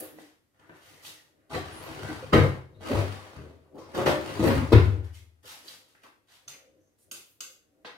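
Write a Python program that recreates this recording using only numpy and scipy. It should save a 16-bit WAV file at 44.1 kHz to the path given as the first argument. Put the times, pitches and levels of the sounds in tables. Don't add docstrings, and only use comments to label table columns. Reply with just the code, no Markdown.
import sys
import numpy as np
from scipy import signal
from scipy.fft import rfft, irfft
from scipy.io import wavfile

SR = 44100
rng = np.random.default_rng(int(sys.argv[2]) if len(sys.argv) > 2 else 0)


def unload_wav(signal):
    wavfile.write(
        sys.argv[1],
        SR,
        np.round(np.clip(np.atleast_2d(signal).T, -1, 1) * 32767).astype(np.int16),
    )


N = 351469


def gain_of(db):
    return 10 ** (np.asarray(db) / 20)


def unit(x):
    return x / np.sqrt(np.mean(np.sum(np.atleast_2d(x) ** 2, -1)))


def read(points, hz):
    f, value = np.transpose(points)
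    return np.interp(np.log(hz + 1), np.log(f + 1), value)


def add(mix, s, sound):
    part = mix[..., round(s * SR):][..., :sound.shape[-1]]
    part += sound[..., :part.shape[-1]]


def through(x, response):
    return signal.fftconvolve(x[None], response, axes=1)[:, :N]


def butter(x, order, hz, kind="low"):
    return signal.sosfilt(signal.butter(order, hz, kind, fs=SR, output="sos"), x)


def colour(x, spectrum):
    hz = np.linspace(0, SR / 2, 1025)
    response = signal.firwin2(767, hz, gain_of(read(spectrum, hz)), fs=SR)
    return signal.oaconvolve(x, unit(response), "same")


def ring(modes, build, skew):
    hz, db, t60, side_db = np.transpose(modes)[:, :, None]
    t = np.arange(SR) / SR
    lag = skew * rng.standard_normal(hz.shape)
    body = gain_of(db - 60 * t / t60) * (1 - np.exp(-t / build))
    ports = []
    for side in (1, -1):
        tones = np.sin(2 * np.pi * hz * t + side * lag)
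        ports.append((body * gain_of(side * side_db / 2) * tones).sum(0))
    return unit(np.array(ports))


def contacts(per_s, spread_db, fuzz):
    size = gain_of(spread_db * np.minimum(rng.exponential(1, N), 4))
    ticks = size * (rng.random(N) < per_s / SR) * rng.choice([-1., 1.], N)
    x = ticks / ticks.std() + fuzz * rng.standard_normal(N)
    return x / x.std()


def strokes(rows, shape):
    edge_s = 0.018
    share, rise_db, sag_db = shape
    t, power = np.arange(N) / SR, np.zeros((len(rows[0]) - 2, N))
    for s, length, *levels_db in rows:
        at = s + np.array([-edge_s, 0, share * length, length, length + edge_s])
        span = slice(*np.searchsorted(t, at[[0, -1]]))
        swell = gain_of(np.interp(t[span], at, [-60, -rise_db, 0, -sag_db, -60]))
        power[:, span] += (gain_of(levels_db)[:, None] * swell) ** 2
    return power


# start in seconds, length in seconds, rattle in dB,
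# carcass boom over it in dB, panels over it in dB.
SLIDES = [
    (1.6, 0.96, -47, -3.5, -5.5),
    (1.86, 0.28, -46.5, -1.5, -2),
    (2.02, 0.22, -44, 4, -3.5),
    (2.18, 0.41, -53.5, 10, -2.5),
    (3.04, 0.32, -46.5, -24, -7),
    (4.2, 0.66, -41.5, -1, 1.5),
    (4.54, 0.044, -35.5, 14, 5.5),
]
JOLTS = [(1.505, 0.07, -37, -2, -7.5), (2.335, 0.13, -33.5, 6.5, -2.5), (2.42, 0.054, -40, -10, 10),
         (2.7, 0.25, -68.5, 24, 13), (2.81, 0.28, -38, -0.5, -2.5), (2.91, 0.18, -33.5, 8, 2),
         (3.3, 0.38, -58, 8.5, 8), (3.74, 0.064, -65.5, -5.5, 23.5), (3.775, 0.48, -53.5, 0.5, 1),
         (3.935, 0.19, -37.5, 0.5, 10), (4.055, 0.13, -35.5, -5, 10), (4.39, 0.084, -36, 8, 2.5),
         (4.425, 0.12, -31, 13.5, 12.5)]
# start in seconds, length in seconds, boom in dB.
SHUDDERS = [
    (2.452, 0.17, -30),
    (4.731, 0.33, -23.5),
    (4.95, 0.077, -43),
    (5.095, 0.25, -54.5),
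]
# share of the length spent rising, dB below the top at the start, dB below at the end.
SLIDE_SHAPE = (0.28, 2.5, 11.6)
JOLT_SHAPE = (0.31, 8.8, 21.3)
SHUDDER_SHAPE = (0.45, 3.6, 20)


def drawer():
    slide_scrape_db, jolt_scrape_db = -7, -9.5
    grain = contacts(300, 3.2, 0.56)
    layers_db = np.array([0, -18, -31, -31 + jolt_scrape_db])
    rows = [(s, length, *(db + layers_db)) for s, length, db in SHUDDERS]
    shudder = np.sqrt(strokes(rows, SHUDDER_SHAPE)) * grain
    shudder[0] = butter(shudder[0], 4, 113)
    power = 0
    for table, shape, scrape_db in (SLIDES, SLIDE_SHAPE, slide_scrape_db), (JOLTS, JOLT_SHAPE, jolt_scrape_db):
        rows = [(s, n, db + boom, db + panel, db, db + scrape_db) for s, n, db, boom, panel in table]
        power = power + strokes(rows, shape)
    return np.sqrt(power) * grain + shudder


HANGING_FROM_S, CLOSING_FROM_S, SLAM_FROM_S, QUIET_FROM_S = 3.7, 4.36, 4.7, 5.3


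def chatter(length):
    u = np.arange(4096) / SR / max(length, .001)
    size = abs(rng.standard_normal(4096)) * (rng.random(4096) < .25) * u * np.exp(1 - u)
    size[0] = 1.3
    x = size * rng.choice([-1., 1.], 4096)
    for _ in range(8):
        spectrum = rfft(x)
        x = size * np.sign(irfft(spectrum / (abs(spectrum) + 1e-9)))
    return unit(x) * np.sqrt(SR * 0.013)


# time in seconds, then panel, boom, rattle and crack in dB.
KNOCKS = [(1.495, -52, -62.5, -57.5, -55.5), (1.531, -37.5, -47, -33, -46), (1.544, -27, -32, -30.5, -41),
          (1.573, -33, -48.5, -51, -54), (2.045, -43, -55.5, -41, -57), (2.226, -42, -55, -53, -58),
          (2.323, -30, -35.5, -27, -51), (2.329, -10, -14.5, -16.5, -35.5), (2.341, -6, -24.5, -22, -40.5),
          (2.35, -15, -22, -28, -49), (2.372, -14.5, -10.5, -29, -45), (2.912, -18, -52, -34, -59),
          (2.94, -32, -19.5, -47, -56), (3.359, -64, -36, -46, -59), (3.385, -47, -39.5, -56, -79),
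          (3.778, -34.5, -67, -59, -55), (3.943, -24, -63.5, -34.5, -41.5), (3.966, -18, -42, -44, -53),
          (3.985, -27.5, -45, -32, -68.5), (4.057, -13, -29, -19.5, -32.5), (4.072, -14, -42.5, -30, -35.5),
          (4.125, -22.5, -39.5, -34.5, -54.5), (4.392, -25, -27.5, -59.5, -46.5),
          (4.445, -22.5, -36, -33.5, -47), (4.471, -19, -28, -24.5, -38.5), (4.502, -23, -35, -27, -54.5),
          (4.575, -42, -20.5, -28.5, -52), (4.719, -10.5, -19, -27, -42.5), (4.728, -5, -6.5, -19.5, -47),
          (4.755, -14.5, -9, -35.5, -59), (4.745, -24.5, -10, -33, -64.5)]
BUMPS = [
    (0.184, -43, -80, -52, -92),
    (0.594, -60, -68, -60, -69),
    (0.693, -44.5, -60, -49.5, -102),
    (5.44, -53, -93, -55.5, -157),
    (5.679, -57, -69, -74, -56),
    (5.949, -71, -87, -58.5, -79),
    (6.034, -51, -74, -53, -73),
    (6.283, -80, -81, -62, -69),
    (6.989, -65.5, -87.5, -91, -85.5),
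    (7.847, -47, -84, -43, -77),
]


def knocks(rows, chatter_s):
    drive = np.zeros((4, N))
    for s, panel_db, boom_db, rattle_db, crack_db in rows:
        length = 0.008 if HANGING_FROM_S < s < CLOSING_FROM_S else chatter_s
        add(drive[0], s + 1.8 * length, gain_of([boom_db + 30.0]))
        add(drive[1], s + 0.74 * length, gain_of([panel_db + 18.5]))
        add(drive[1:], s, gain_of([[panel_db - 20.5], [rattle_db], [crack_db]]) * chatter(length))
    return drive


# frequency in Hz, level in dB, t60 in seconds, left over right in dB.
CARCASS = [(51.7, -16, 0.047, 7), (72.3, -13.5, 0.53, -0.5), (80.05, -7, 0.75, 6), (82.8, -17, 0.41, 2),
           (97.5, -0.5, 0.49, 8), (104, -4, 0.23, 6.5), (131.5, -5.5, 0.51, -1), (145.05, -3.5, 0.38, 6),
           (181.3, -20.5, 0.47, 8.5)]
# from time in seconds, then side walls,
# floor and back in dB.
WALLS = [
    (0, -5.5, -18.5, -2),
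    (2.3, -5, -13, -6),
    (2.75, -16, -32, -1.5),
    (3.3, -7.5, -25, -2.5),
    (3.9, -2.5, -29, -2.5),
    (4.36, -6.5, -28, -2.5),
    (4.699, -14, -14.5, -2.5),
]


def carcass(x):
    start, *db = np.transpose(WALLS)
    position = np.searchsorted(start, np.arange(N) / SR, "right") - 1
    walls, floor, back = x * gain_of(np.array(db)[:, position])
    out = through(floor, ring(CARCASS[:1], 0.012, 1 / 8))
    out += gain_of(-8.0) * through(x, ring(CARCASS[1:4], 0.0043, 1 / 8))
    out += through(back, ring(CARCASS[4:6], 0.0057, 1 / 8))
    return out + through(walls, ring(CARCASS[6:], 0.0042, 1 / 8))


# frequency in Hz, level in dB, t60 in seconds, left over right in dB.
PANELS = [(215, -10.5, 0.095, 5), (237, 1.5, 0.13, 0.5), (291.6, -5, 0.12, 3.5), (300, 1.5, 0.076, -4),
          (318, -5.5, 0.42, -1.5), (374.6, -6, 0.59, -5), (407.4, 5, 0.11, -3), (465, -0.5, 0.17, 0.5),
          (476, -3.5, 0.089, 0.5), (519, -0.5, 0.2, 3), (623.8, -5, 0.23, 4), (645, -9, 0.18, -3.5),
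          (647, -13.5, 0.18, 11.5)]
# frequency in Hz, level in dB,
# t60 in seconds.
HANGING = [(237, -13, 0.073), (310, -1, 0.23), (360.2, 0, 0.39), (419, -0.5, 0.14), (476, -3.5, 0.146),
           (540, 1, 0.233), (602, -4.5, 0.35), (668, -5, 0.2), (716, -4, 0.14), (833, -1, 0.094)]
CLOSING = [(237, 1, 0.17), (270, -8.5, 0.16), (305.3, -2, 0.49), (377, -3.5, 0.22), (406.4, -7.5, 0.17),
           (465, -3, 0.17), (540, -23, 0.11), (594, -7.5, .2), (681, -15, 0.1)]


def panels(x):
    t = np.arange(N) / SR
    out = (t > HANGING_FROM_S) & (t <= CLOSING_FROM_S)
    home = (t > CLOSING_FROM_S) & (t <= QUIET_FROM_S)
    unslammed = (t <= SLAM_FROM_S) | (t > QUIET_FROM_S)
    hanging = [(hz, db, np.clip(t60, .05, .4), 1.5) for hz, db, t60 in HANGING]
    closing = [(hz, db, np.clip(t60, .05, .4), 3.5) for hz, db, t60 in CLOSING]
    positions = (~out & ~home, PANELS), (out, hanging), (home, closing)
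    return sum(through(x * when * unslammed, ring(modes, 0.0039, 1 / 3)) for when, modes in positions)


# frequency in Hz, level in dB, t60 in seconds,
# left over right in dB.
SLAMMED = [(190, -10.5, .15, 5), (240, 0.5, 0.12, 2), (300.3, -7.5, 0.33, 1), (333.6, -13, 0.33, 1),
           (372.4, 1.5, .3, 0), (418, -7, .2, 2), (473, 1.5, 0.17, -2), (523.4, -11, 0.18, 0),
           (600, -19, .15, -1), (700, -23, .12, 3)]


def slam(x):
    t = np.arange(N) / SR
    shut = (t > SLAM_FROM_S) & (t <= QUIET_FROM_S)
    return through(x * shut, ring(SLAMMED, 0.0049, 1 / 3))


# start in seconds, length in seconds,
# frequency in Hz, bandwidth in Hz, level in dB.
SQUEAKS = [(0, 0.0094, 11750, 5900, -35), (0.841, 0.23, 1937, 700, -65), (1.149, 0.069, 1890, 200, -64),
           (0, 0.064, 3800, 1500, -64), (0.601, 0.067, 1406, 890, -64), (3.971, 0.061, 1138, 500, -35.5),
           (2.328, 0.045, 1992, 497, -27), (4.067, 0.056, 2467, 1500, -42),
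           (4.72, 0.024, 3800, 2000, -34.5), (6.044, 0.065, 1910, 900, -78), (6.48, .02, 1420, 692, -58),
           (1.712, 0.11, 10060, 1500, -55.5), (1.82, 0.045, 12300, 1490, -58),
           (2.042, 0.073, 1507, 200, -47.5), (2.738, 0.078, 3914, 498, -72.5),
           (2.82, 0.066, 7300, 150, -67), (3.653, 0.056, 904, 700, -68.5), (3.745, 0.11, 1100, 500, -56),
           (3.783, 0.091, 5180, 1200, -64), (4.447, 0.045, 14900, 497, -48), (4.45, 0.048, 11370, 716, -48),
           (5.139, 0.061, 2226, 805, -63), (5.68, 0.0066, 4350, 1200, -40.5),
           (6.042, 0.034, 1097, 694, -59), (6.478, 0.0053, 6190, 506, -39.5),
           (6.479, 0.015, 3500, 200, -61), (6.283, 0.096, 3500, 4000, -63),
           (6.498, 0.065, 2190, 1200, -56.5), (7.115, 0.016, 9170, 2000, -42.5),
           (7.113, 0.0075, 12300, 3500, -43.5), (1.538, 0.049, 3500, 2497, -47.5),
           (2.339, 0.036, 1054, 350.6, -34), (6.79, 0.11, 6170, 900, -81.5),
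           (6.977, 0.076, 9500, 6970, -67.5), (7.249, 0.092, 12430, 7000, -67),
           (7.454, 0.091, 12340, 6900, -66), (7.845, 0.037, 3400, 2600, -47), (7.85, 0.022, 1335, 150, -56),
           (7.846, 0.025, 834, 149.6, -56)]
# start
# in seconds, length in seconds, frequency in Hz, level in dB.
RINGS = [(0.165, 0.093, 323.3, -59), (0.69, 0.058, 152, -63.5), (1.524, 0.05, 149, -46),
         (2.329, 0.012, 198, -21), (2.333, 0.07, 472.6, -23.5), (2.902, 0.044, 246, -32),
         (3.36, 0.028, 255, -58), (4.392, 0.03, 322, -26.5), (4.47, 0.1, 545, -30.5),
         (4.541, 0.12, 266, -33.5), (4.723, 0.042, 237, -27.5), (0.149, 0.14, 296.7, -61.5),
         (1.54, 0.043, 488, -40), (1.565, 0.034, 749, -41), (2.086, 0.045, 310, -40),
         (2.225, 0.025, 502, -41), (2.42, 0.055, 469, -32.5), (4.392, 0.037, 192, -34.5),
         (5.445, 0.04, 498, -60.5), (5.635, 0.028, 478, -64.5), (6.5, 0.14, 545, -71), (6.62, .2, 530, -71),
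         (2.903, 0.049, 420, -36), (2.89, 0.11, 578, -34.5), (2.995, 0.072, 588, -41),
         (3.775, 0.054, 337, -49), (3.784, 0.058, 536, -52), (7.12, 0.087, 336, -66.5),
         (7.43, 0.095, 519, -70), (7.86, 0.064, 485, -58), (6.029, 0.032, 540, -65),
         (6.46, 0.095, 140, -69.5), (6.757, 0.06, 300, -70), (7.692, 0.13, 288, -73)]


def squeaks():
    ring_hz = 25
    out = np.zeros(N)
    for s, length, hz, width, db in SQUEAKS + [(s, n, hz, ring_hz, db) for s, n, hz, db in RINGS]:
        t = np.arange(0, length, 1 / SR)
        r = np.exp(-np.pi * width / SR)
        noise = rng.standard_normal((SR, 2)) @ [1, 1j]
        wobble = signal.lfilter([1 - r], np.convolve([1, -r], [1, -r]), noise)[-len(t):]
        if width == ring_hz:
            wobble = wobble / abs(wobble) ** .75
        tone = (wobble * np.exp(2j * np.pi * hz * t)).real
        add(out, s, gain_of(db) * tone / tone.std() * signal.windows.tukey(len(t), .3))
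    return out


# time in seconds, then blade ring, thud and click in dB, hardness from 0 to 1.
TAPS = [
    (6.4791, -43, -69, -35.5, 0.7),
    (7.1127, -37, -55, -33.5, 0.77),
    (7.4053, -32.5, -57, -32.5, 1),
    (7.8474, -45, -51, -71, 0),
]
# frequency in Hz, level in dB, t60 in seconds.
BLADE = [(1266, -2, 0.0068), (1539, -9, 0.018), (2600, -19, 0.0026), (2710, 0.5, 0.01), (3500, -7.5, 0.019),
         (4330, -6.5, 0.015), (4800, 1, 0.0093), (6480, 6.5, 0.011), (7390, 2.5, 0.01), (7850, -6, 0.012),
         (9000, -7, 0.0084), (9400, -10, 0.019), (11500, -6, 0.0087), (14000, -5, 0.008)]


def knife():
    blade, counter, t = np.zeros(N), np.zeros((2, N)), np.arange(1500) / SR
    hz, db, t60 = np.transpose(BLADE)[:, :, None]
    sign = (-1.) ** np.arange(len(BLADE))[:, None]
    for s, ring_db, thud_db, click_db, hard in TAPS:
        tilt_db = 12 * (hard - 1) * np.log2(np.maximum(hz, 2500) / 2500)
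        grip = 1 + 0.018 * rng.standard_normal(hz.shape)
        decay = gain_of(db + tilt_db - 60 * t / t60)
        modes = (sign * decay * np.sin(2 * np.pi * hz * grip * t)).sum(0)
        modes = butter(modes, 4, min(4200 * 4 ** hard, 20000))
        add(blade, s, gain_of(ring_db - 5.0) * np.sqrt(SR * 0.027) * unit(modes))
        add(counter, s, gain_of([[thud_db], [click_db - 8.0]]) * chatter(0.0039))
    return blade, counter


# start in seconds, length in seconds, swish in dB,
# brushing over it in dB.
SWEEPS = [(-.05, 0.19, -50.5, 2.5), (0.15, 0.21, -57, -4.5), (0.54, 0.76, -70.5, 10.5),
          (0.74, 0.57, -56.5, -13), (1.021, 0.14, -42, -13), (1.143, 0.18, -63.5, -29),
          (1.333, 0.24, -86.5, 14.5), (5.025, 0.088, -59, 4.5), (5.125, 0.093, -51.5, -32),
          (5.434, 0.23, -44, -9.5), (5.629, 0.2, -47, -14.5), (5.8, 0.35, -67.5, -10),
          (6.02, 0.07, -58, 3.5), (6.272, 0.2, -58.5, -6), (6.475, 0.095, -50.5, -10),
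          (6.954, 0.1, -82.5, -35), (7.127, 0.11, -47.5, -43), (7.423, 0.11, -69, -11.5),
          (7.853, 0.084, -63.5, 19)]
# start in seconds, length in seconds,
# level in dB, # 0 for low to 1 for high air modes, footfall over it in dB.
STIRS = [(-.03, 0.058, -34.5, 0.69, -13), (0.025, 0.19, -51.5, 0.24, -27), (0.538, 0.41, -64.5, 0.46, -7),
         (0.82, 0.34, -62, 0.63, -1), (1.088, 0.89, -68.5, 0.52, -7), (3.673, 0.19, -53, 0.74, -4),
         (5.378, 0.15, -74.5, 0.28, 13), (5.526, 0.35, -65, 0.53, -9), (5.846, 0.39, -73.5, 0.57, -4),
         (6.415, 0.37, -63, 0.82, -15), (6.666, 0.26, -66, .25, -8), (7.019, 0.17, -67, 0.58, -3),
         (7.343, 0.29, -69, 0.74, -29), (7.645, 0.63, -66.5, 0.18, -21)]
# share of the length spent rising, dB below the top at the start, dB below at the end.
SWEEP_SHAPE = (0.25, 13.2, 23)
STIR_SHAPE = (0.3, 12.5, 11)


def hands():
    idle_body_db, idle_arms_db = [[-81], [-84], [-84]], [[-84.5], [-95.5]]
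    body = strokes([(s, n, db + step, db, db) for s, n, db, high, step in STIRS], STIR_SHAPE)
    middles = [(s + n / 2, high) for s, n, db, high, step in STIRS]
    turn = np.interp(np.arange(N) / SR, *np.transpose(middles)) * np.pi / 2
    body = (body + gain_of(idle_body_db) ** 2) * [np.ones(N), np.cos(turn) ** 2, np.sin(turn) ** 2]
    arms = strokes([(s, n, db + brush, db) for s, n, db, brush in SWEEPS], SWEEP_SHAPE)
    arms = arms + gain_of(idle_arms_db) ** 2
    return np.sqrt(np.vstack([body, arms])) * contacts(2600, 6.4, 0.99)


# frequency in Hz, level in dB, t60 in seconds, left over right in dB.
AIR = [(152.2, -9.5, 0.25, 0), (297.7, 5.5, 0.057, 6.5), (308, -4.5, 0.53, -8), (392, -7, 0.25, -1.5),
       (465, -16.5, 0.8, -8.5), (521, -2.5, 0.24, 4.5), (577, -9, 0.22, 9.5), (644, -9, 0.15, 12.5),
       (758, -19, 0.37, 14)]


def air(low, high):
    return through(low, ring(AIR[:3], 0.007, 1 / 4)) + through(high, ring(AIR[3:], 0.006, 0.3))


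# frequency in Hz, likeness of left and right from -1 to 1.
LIKENESS = [(200, 0.42), (640, 0.44), (1400, -0.21), (3000, 0.014)]


def far_port(hz, left, other):
    same = np.clip(read(LIKENESS, hz), -1, 1)
    return same * left + np.sqrt(1 - same ** 2) * other


# frequency in Hz, left over right in dB.
LEFT_DB = [(60, -0.5), (180, 6), (550, 3.5), (1650, 1), (4970, 1.5), (15000, -2)]


def field(frames, magnitude):
    hz, t = np.fft.rfftfreq(256, 1 / SR)[:, None], np.arange(frames) * 64 / SR
    a, b, c, d = rng.standard_normal((frames, 129, 4)).T
    left, side = a + 1j * b, gain_of(read(LEFT_DB, hz) / 2)
    z = np.array([left * side, far_port(hz, left, c + 1j * d) / side])
    return signal.istft(z * magnitude(hz, t), nperseg=256, noverlap=192)[1]


# frequency in Hz, t60 in seconds.
KITCHEN = [(300, 0.42), (1100, 0.44), (2900, 0.43), (7700, 0.36), (14000, 0.36)]


def kitchen():
    tail = field(560, lambda hz, t: gain_of(-60 * t / read(KITCHEN, hz)))
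    t = np.arange(tail.shape[1]) / SR
    level = read(KITCHEN, np.fft.rfftfreq(len(t), 1 / SR)) ** -.5
    tail = tail * (1 - np.exp(-t / 0.011) + 2.26 * np.exp(-t / 0.0035))
    return unit(irfft(rfft(tail) * level, len(t)))


TURN_PER_S = [11, 29, 41]


def room(x):
    a, b, c = np.arange(N) / SR * np.array(TURN_PER_S)[:, None]
    shares = np.cos(a) * np.cos(b), np.cos(a) * np.sin(b), np.sin(a) * np.cos(c), np.sin(a) * np.sin(c)
    return sum(through(x * share, kitchen()) for share in shares)


# frequency in Hz, level in dB per Hz.
QUIET = [(14, -40.5), (24, -6.5), (75, -5), (180, -10.5), (285, -7), (847, -25.5), (945, -27.5),
         (13600, -28), (16000, -38.5)]


def quiet():
    hz = np.fft.rfftfreq(N, 1 / SR)
    left, other = rfft(rng.standard_normal((N, 2)).T)
    x = irfft(np.array([left, far_port(hz, left, other)]) * gain_of(read(QUIET, hz)), N)
    return gain_of(-80 + 4.0) * x / x.std()


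# frequency in Hz, level in dB per Hz.
THUD = [(150, -18.5), (250, 5.5), (600, 2.5), (900, -41)]
RATTLE = [(350, -11.5), (600, -16), (664, -8), (760, -6), (1140, -6.5), (1500, -9), (2040, -12),
          (3900, -28), (4500, -28), (5850, -48.5), (9900, -120)]
SCRAPE = [(1760, -16), (2600, -4.5), (4660, -6), (8230, -11.5), (9730, -11), (14900, -22), (16000, -16)]
CRACK = [(1760, -18.5), (3000, -9), (3570, -4.5), (5630, -9.5), (14800, -20.5), (16000, -25.5)]
BRUSH = [(350, -39), (600, 1), (704, 13), (892, 10), (1390, 11.5), (1830, 12.5), (4500, -15), (5850, -54),
         (9900, -120)]
SWISH = [(1760, -5.5), (3000, 4), (4570, 1.5), (4970, 2), (7670, -2), (12300, -3.5), (16000, -12)]


def scene():
    boom, panel, rattle, scrape = drawer()
    push, blow, clatter, crack = knocks(KNOCKS, 0.0045)
    nudge, bump, tick, snap = knocks(BUMPS, 0.0019)
    blade, (thud, click) = knife()
    blade = butter(blade + colour(click, SWISH), 2, 1000, "high")
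    steps, low, high, brush, swish = hands()
    squeak = squeaks()
    hum = signal.sosfiltfilt(signal.butter(2, 750, fs=SR, output="sos"), squeak)

    struck = panel + blow + bump
    modes = carcass(boom + steps + push + nudge) + air(low, high)
    modes += butter(panels(struck) + slam(struck), 2, 140, "high")
    modes += gain_of([[-4 + 1.5], [-4 - 3.0]]) * colour(blow, THUD)

    wood = gain_of(-4.0) * colour(panel + blow + 1.9 * bump + 2.0 * thud + 0.58 * (low + high), THUD)
    wood += colour(rattle + clatter, RATTLE)
    fine = colour(scrape, SCRAPE) + colour(crack + snap, CRACK)
    fine += colour(brush + tick, BRUSH) + colour(swish, SWISH)
    near = gain_of([[-2], [-4]]) * hum + gain_of(-6.0) * squeak
    return modes + near + room(wood + fine + blade + squeak - 0.59 * hum) + quiet()


def low_pass(x):
    return signal.sosfilt(signal.butter(12, 16620, fs=SR, output="sos"), x)


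def record(dry):
    limit = 1.5
    ports = butter(dry, 2, 48, "high")
    ports = limit * np.tanh(ports / limit)
    top = signal.firwin(255, 15850, fs=SR)
    return low_pass(signal.oaconvolve(ports, top[None], "same"))


dry = scene()
out = record(dry)
unload_wav(out)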